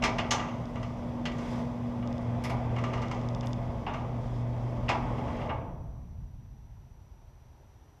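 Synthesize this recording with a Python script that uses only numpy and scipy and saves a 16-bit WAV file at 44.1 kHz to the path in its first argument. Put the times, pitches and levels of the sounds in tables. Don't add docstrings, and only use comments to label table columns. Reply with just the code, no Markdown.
import sys
import numpy as np
from scipy import signal
from scipy.fft import rfft, irfft
from scipy.io import wavfile
from scipy.ndimage import uniform_filter1d

SR = 44100
rng = np.random.default_rng(int(sys.argv[2]) if len(sys.argv) > 2 else 0)


def wav_record(signal):
    frames = np.transpose(np.atleast_2d(signal))
    bounded = np.clip(frames, -1, 1)
    quanta = np.round(bounded * 32767).astype(np.int16)
    wavfile.write(sys.argv[1], SR, quanta)


N = 352796
T = np.arange(N) / SR
RING_T = T[:SR]
STOP_S = 5.502


def undb(db):
    return 10 ** (np.asarray(db) / 20)


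def unit(x, size=None):
    return x / np.sqrt(np.mean(x[:size] ** 2))


def gains(table):
    s, *columns = np.transpose(table)
    return [undb(np.interp(T, s, c)) for c in columns]


def spectrum_gain(x, gain_db):
    f = np.maximum(np.fft.rfftfreq(len(x), 1 / SR), 1)
    return irfft(rfft(x) * undb(gain_db(f)), len(x))


def colour(x, points):
    hz, db = np.transpose(points)
    return spectrum_gain(x, lambda f: np.interp(np.log(f), np.log(hz), db))


def resonance(x, hz, boost_db, octaves):
    return spectrum_gain(x, lambda f: boost_db * np.exp(-0.5 * (np.log2(f / hz) / octaves) ** 2))


def band(x, lo_hz, hi_hz, order=4):
    return signal.sosfilt(signal.butter(order, [lo_hz, hi_hz], "band", fs=SR, output="sos"), x)


def walk(rate):
    k = int(SR / rate)
    steps = np.repeat(rng.standard_normal(N // k + 1), k)
    return unit(uniform_filter1d(uniform_filter1d(steps, k), k)[:N])


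def fade(t60):
    return np.exp(-np.log(1000) * RING_T / max(t60, 1e-4))


def add(out, s, x):
    i = max(int(s * SR), 0)
    out[i:i + len(x)] += x[:N - i]


def run_down(tau_s, lead_s=0):
    return np.exp(-np.maximum(T + lead_s - STOP_S, 0) / tau_s)


# time_s, line_120hz_db, line_240hz_db
HUM_LEVELS = [(0.0, -49, -39.5), (0.7, -40, -43), (1.3, -48, -38.5), (1.75, -39, -38.5), (2.65, -30, -41.5),
              (3.1, -36.5, -42), (3.58, -33, -44), (3.88, -43, -46), (4.38, -29.5, -50), (5.05, -36.5, -43),
              (5.4, -46, -43.5)]
# multiple of the shaft rate, mean level_db
ROTOR_LINES = [(4, -45.5), (7, -56), (8, -54), (10, -54)]
SHAFT_HZ = 28.96
HUM_FLUTTER_DB, MOTOR_STOP_S, ROTOR_STOP_S = 1.24, 0.031, 0.34


def motor():
    low, high = (g * undb(HUM_FLUTTER_DB * walk(12)) * run_down(MOTOR_STOP_S) for g in gains(HUM_LEVELS))
    phase = 2 * np.pi * 120 * T
    first = undb(1.5) * low * np.sin(phase + 0.56 * walk(6))
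    second = undb(4.5) * high * np.sin(2 * phase + 0.089 * walk(4.8))
    fourth = undb(-20.0) * high * np.sin(4 * phase + 1.05 * walk(7))
    rotor = 0
    for multiple, db in ROTOR_LINES:
        line = np.sin(2 * np.pi * multiple * SHAFT_HZ * T + 0.5 * walk(2.6))
        rotor = rotor + undb(db + 2 * walk(2)) * line
    return first + second + fourth - rotor * run_down(ROTOR_STOP_S)


# time_s, roller_noise_db
DRAG_LEVELS = [(0.0, -36), (0.5, -40.5), (0.9, -43.5), (1.25, -41), (1.5, -38.5), (1.8, -43), (2.2, -40),
               (2.92, -37.5), (3.6, -41), (4.5, -43), (4.85, -40.5), (5.07, -36.5), (5.48, -37)]
USUAL_DRAG_DB = -40


def drag():
    return gains(DRAG_LEVELS)[0] / undb(USUAL_DRAG_DB)


# frequency_hz, gain_db
FLEX_OUTLINE = [(20, -9.5), (30, -4.5), (42, 1.5), (60, 0), (85, 0), (115, -4), (160, -5.5), (210, -10.5),
                (300, -3.5)]
# time_s, rise_db
BOOM_STEPS = [(2.05, 3.5), (4.92, 3.5)]
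BOOM_DB, DRONE_DB, DRONE_GROWTH = -44.5, -42.5, 0.27
JERK_DB, JERK_S = 7.5, 0.22
BOOM_STOP_S, DRONE_STOP_S = 1.06, 0.56
DRONE_REST_DB = -67.5


def panels():
    steps_db = sum(db * np.clip((T - s) / 0.06, 0, 1) for s, db in BOOM_STEPS)
    jerk_db = JERK_DB * np.exp(-T / JERK_S)
    boom = undb(BOOM_DB + steps_db + jerk_db) * run_down(BOOM_STOP_S)
    driven = undb(DRONE_DB) * drag() ** DRONE_GROWTH * run_down(DRONE_STOP_S)
    drone = np.hypot(driven, undb(DRONE_REST_DB))
    shake = colour(rng.standard_normal(N), FLEX_OUTLINE)
    deep, hollow = band(shake, 20, 120), band(shake, 120, 230)
    return boom * unit(deep) + drone * unit(hollow)


# frequency_hz, relative level_db, t60_s
STEEL_MODES = [(652.5, 0.5, 0.79), (696, -9, 0.93), (730, -11.5, 0.34), (866, -13, 0.22), (869, 1, 0.33),
               (980, 2.5, 0.51), (1084, -5, 0.46), (1197, -0.5, 0.62), (1180, 5.5, .3), (1618, 0, 0.36),
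               (1890, -3, 0.31), (1971, 7, 0.24), (2146, 1.5, 0.27), (2194, -2.5, 0.44), (2290, -7, 0.59),
               (2570, -19.5, 0.26), (2790, 8.5, 0.12), (2940, -10.5, 0.12), (2870, 5, 0.17),
               (3190, 0.5, 0.18), (4180, 4, 0.23), (4660, -3, 0.18), (5200, 7.5, 0.18), (6040, -1, 0.12),
               (6050, -4.5, 0.1), (5860, 3, 0.22), (6500, -14, 0.21), (6470, -2.5, .22), (7300, 4.5, 0.22)]


def steel_modes():
    return np.array([undb(db) * fade(t60) * np.sin(2 * np.pi * (hz * RING_T + rng.random()))
                     for hz, db, t60 in STEEL_MODES])


# frequency_hz, gain_db
ROLL_OUTLINE = [(200, 0), (280, 0), (390, -1.5), (530, -2.5), (690, -1), (900, -2.5), (1220, -11.5),
                (1380, -16.5), (1700, -15.5), (2050, -11), (2850, -20.5), (3400, -21), (4200, -29.5),
                (5200, -27.5), (6800, -33), (9000, -43), (14000, -53.5)]


def chatter(modes, rate, spread_db, t60, modes_db):
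    hits = (rng.random(N) < rate / SR) * rng.choice([-1, 1], N)
    hits = hits * undb(spread_db * np.minimum(rng.exponential(size=N), 3.5))
    contacts = np.where(T < STOP_S, unit(hits), rng.standard_normal(N))
    tail = fade(t60) + undb(-11) * fade(0.97)
    response = rng.standard_normal(SR) * tail + undb(modes_db) * modes.sum(axis=0)
    return colour(signal.fftconvolve(contacts, response)[:N], ROLL_OUTLINE)


# middle_s, half_length_s, scraping_rise_db, hardware_rise_db
STEM_RUBS = [(1.507, 0.14, 8.5, 3.5), (4.32, .1, 2, 0), (5.35, 0.099, 1.5, 1)]
LOOSE_DB, LOOSE_GROWTH = -56.5, 1.22
SCRAPE_DB, SCRAPE_GROWTH = -65.5, 0.37
ROLL_STOP_S, RATTLE_STOP_S = 0.2, 0.11
SCRAPE_LEAD_S = 0.049


def travel(modes):
    load = drag()
    roll = undb(USUAL_DRAG_DB) * load * run_down(ROLL_STOP_S)
    loose = undb(LOOSE_DB) * load ** LOOSE_GROWTH * run_down(RATTLE_STOP_S)
    scrape = undb(SCRAPE_DB) * load ** SCRAPE_GROWTH * run_down(RATTLE_STOP_S, SCRAPE_LEAD_S)
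    for s, half_s, scrape_db, loose_db in STEM_RUBS:
        dry_stem = np.exp(-((T - s) / half_s) ** 4)
        scrape = scrape * undb(scrape_db * dry_stem)
        loose = loose * undb(loose_db * dry_stem)
    drum = sum(chatter(modes, rate=300, spread_db=0.5, t60=0.085, modes_db=-37.5) for _ in range(3))
    drum = band(drum, 213, 1350)
    bend = np.interp(T, [4.88, 4.97, 5.55, 5.9], [0, 1, 1, 0])
    drum = drum + bend * (resonance(drum, hz=856, boost_db=6.5, octaves=0.031) - drum)
    jingle = band(chatter(modes, rate=400, spread_db=0.5, t60=0.031, modes_db=-33.5), 1180, 3650)
    rub = band(chatter(modes, rate=700, spread_db=1.0, t60=0.045, modes_db=-44), 3440, 14000)
    return undb(-0.67) * roll * unit(drum) + loose * unit(jingle) + scrape * unit(rub)


# frequency_hz, gain_db
AIR_OUTLINE = [(88, -28.5), (150, -0.5), (267, -4.5), (357, -4), (485, -8.5), (952, -5.5), (1130, -14),
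               (3740, -25.5), (5180, -28), (6050, -21.5), (6530, -33), (11400, -35), (15000, -48)]
# frequency_hz, level_db
WHINE_LINES = [(5846, -78.5), (11687, -94.5), (11719, -83), (14626, -91)]
AIR_DB = -65.5


def garage():
    air = unit(band(colour(rng.standard_normal(N), AIR_OUTLINE), 220, 16000))
    air = air * undb(AIR_DB + 0.5 * walk(2.4))
    tap = band(rng.standard_normal(SR), 230, 690) * fade(0.23)
    add(air, 7.598, undb(-63) * unit(tap, size=1300))
    whine = sum(undb(db) * np.sin(2 * np.pi * hz * T + 0.5 * walk(40)) for hz, db in WHINE_LINES)
    return air + whine


# frequency_hz, gain_db
BLOW_OUTLINE = [(180, -33), (300, -7), (403, -7.5), (490, -11.5), (841, -0.5), (912, -4.5), (1190, -8),
                (1470, -13.5), (2280, -8.5), (3490, -15.5), (3970, -21.5), (6280, -19), (9000, -42),
                (10800, -43.5), (15000, -60)]
REGISTER_EDGES = [230, 1350, 3850, 8400, 16000]
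# (share of the contact time, share of the ring time, room share dB, room t60 s)
REGISTER_DECAYS = [(1.8, 2.6, 1.0, 1.2), (0.75, 0.97, 1.5, 0.69), (0.7, 0.63, 0.5, 0.66), (0.8, 0.73, -8, 0.25)]


def blow(modes, levels_db, part_hz, part_db, sheet_t60, modes_db, room_db, rise_s):
    weights = rng.choice([-1, 1], len(modes)) * undb(2 * rng.standard_normal(len(modes)))
    sheet = colour(rng.standard_normal(SR), BLOW_OUTLINE)
    clear = undb(modes_db) * colour(weights @ modes, BLOW_OUTLINE)
    for hz in part_hz:
        sheet, clear = (resonance(x, hz, part_db, octaves=0.12) for x in (sheet, clear))
    out = 0
    for k, (late, stay, wet_db, room_t60) in enumerate(REGISTER_DECAYS):
        contact = (1 - np.exp(-RING_T / max(rise_s * late, 1e-4))) * (1 - RING_T ** 2)
        decay = fade(sheet_t60 * stay) + undb(room_db + wet_db) * fade(room_t60)
        ring = contact * (sheet * decay + clear)
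        register = band(ring, REGISTER_EDGES[k], REGISTER_EDGES[k + 1])
        out = out + undb(levels_db[k]) * unit(register, size=1300)
    return out


# start_s, clang_db, body_re_clang_db, ring_re_clang_db, hinge_hz, pin_hz, ring_s, contact_s
JOINT_CLANKS = [(0.0217, -31.5, 4.5, -11, 2670, 5430, 0.071, 0.0023),
                (0.037, -22.5, -3, -8, 2260, 5170, 0.19, 0.00071),
                (0.1822, -27.5, -2.5, -14.5, 2900, 4910, .12, .0036),
                (0.3068, -25.5, -0.5, 0, 3070, 6420, 0.22, .0034),
                (1.2537, -31.5, -8, -12, 3100, 4600, 0.14, .0011),
                (2.4368, -36.5, -0.5, -7, 2140, 5100, .24, 0.0053),
                (2.4951, -39, 5, -11, 2150, 4730, 0.22, .0045),
                (3.8648, -37, 9.5, -26, 2710, 5300, 0.33, 0.00058),
                (4.883, -31, -7, -29, 2700, 5000, .08, .0017),
                (4.8884, -26.5, 4, -12.5, 2530, 5060, 0.2, 0.0024),
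                (5.4915, -38, 8.5, -41, 2770, 5320, 0.077, 0.0047)]
CRACK_DB = -17.5


def clanks(modes):
    out = np.zeros(N)
    for s, db, body_db, ring_db, hinge_hz, pin_hz, t60, rise_s in JOINT_CLANKS:
        levels_db = [db + body_db, db, db + ring_db, db + ring_db + CRACK_DB]
        add(out, s, blow(modes, levels_db, [hinge_hz, pin_hz], part_db=5.5, sheet_t60=t60,
                         modes_db=-23.5, room_db=-18.5, rise_s=rise_s))
    return out * undb(-6.5)


# start_s, clang_db, ring_re_clang_db
ROLLER_KNOCKS = [(0.242, -43, -29), (0.395, -36, -22), (0.484, -46, -21), (0.755, -45.5, -16),
                 (0.828, -45, -10), (1.317, -48, -10), (1.382, -51, -4), (2.024, -49.5, -27),
                 (2.762, -41.5, -18), (2.784, -42.5, -15), (2.837, -38, -13), (2.933, -39, -13),
                 (2.975, -46.5, -15), (3.021, -42.5, -11), (3.112, -40.5, -9), (3.429, -46.5, -14),
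                 (3.898, -52, -23), (3.936, -41.5, -14.5), (5.181, -50, -18), (5.279, -49, -20),
                 (5.369, -51, -14), (5.414, -46, -20)]


def knocks(modes):
    out = np.zeros(N)
    for s, db, ring_db in ROLLER_KNOCKS:
        levels_db = [db + 4.0, db, db + ring_db, db + ring_db - 17]
        add(out, s, blow(modes, levels_db, [1230, 2050, 2850], part_db=6.5, sheet_t60=0.069,
                         modes_db=-24, room_db=-11.5, rise_s=0.0015))
    return out * undb(-5.5)


# start_s, length_s, gap_s, first_peak_db, last_peak_db
STICK_SLIP_RUNS = [(0.656, .03, .06, -53, -48), (2.075, .15, 0.053, -48, -52),
                   (3.019, .23, .0652, -47.5, -55), (3.288, .28, 0.061, -45, -41)]
# start_s, level_db
MOUNT_RUSTLES = [(2.438, -56.5), (2.496, -64), (3.459, -67)]


def mount():
    tick = 0
    for hz, db, t60 in [(3610, 0.5, 0.0097), (5120, 8, 0.0026), (6200, -4, 0.0022)]:
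        tick = tick + undb(db) * fade(t60) * np.sin(2 * np.pi * hz * RING_T)
    tick = band(tick, 2600, 7600)
    tick = tick / np.abs(tick).max()
    out = np.zeros(N)
    for start, length, gap, first_db, last_db in STICK_SLIP_RUNS:
        times = np.arange(start, start + length, gap)
        for s, db in zip(times, np.linspace(first_db, last_db, len(times))):
            add(out, s, undb(db + 11.0) * tick)
    for s, db in MOUNT_RUSTLES:
        rustle = band(rng.standard_normal(SR) * fade(0.18), 5600, 12300)
        add(out, s, undb(db) * unit(rustle, size=1300))
    return out


def scene():
    modes = steel_modes()
    door = panels() + travel(modes) + clanks(modes) + knocks(modes)
    return (motor() + door + garage() + mount())[None]


def record(dry):
    return signal.sosfilt(signal.ellip(8, 0.2, 70, 15000, fs=SR, output="sos"), dry)


dry = scene()
out = record(dry)
wav_record(out)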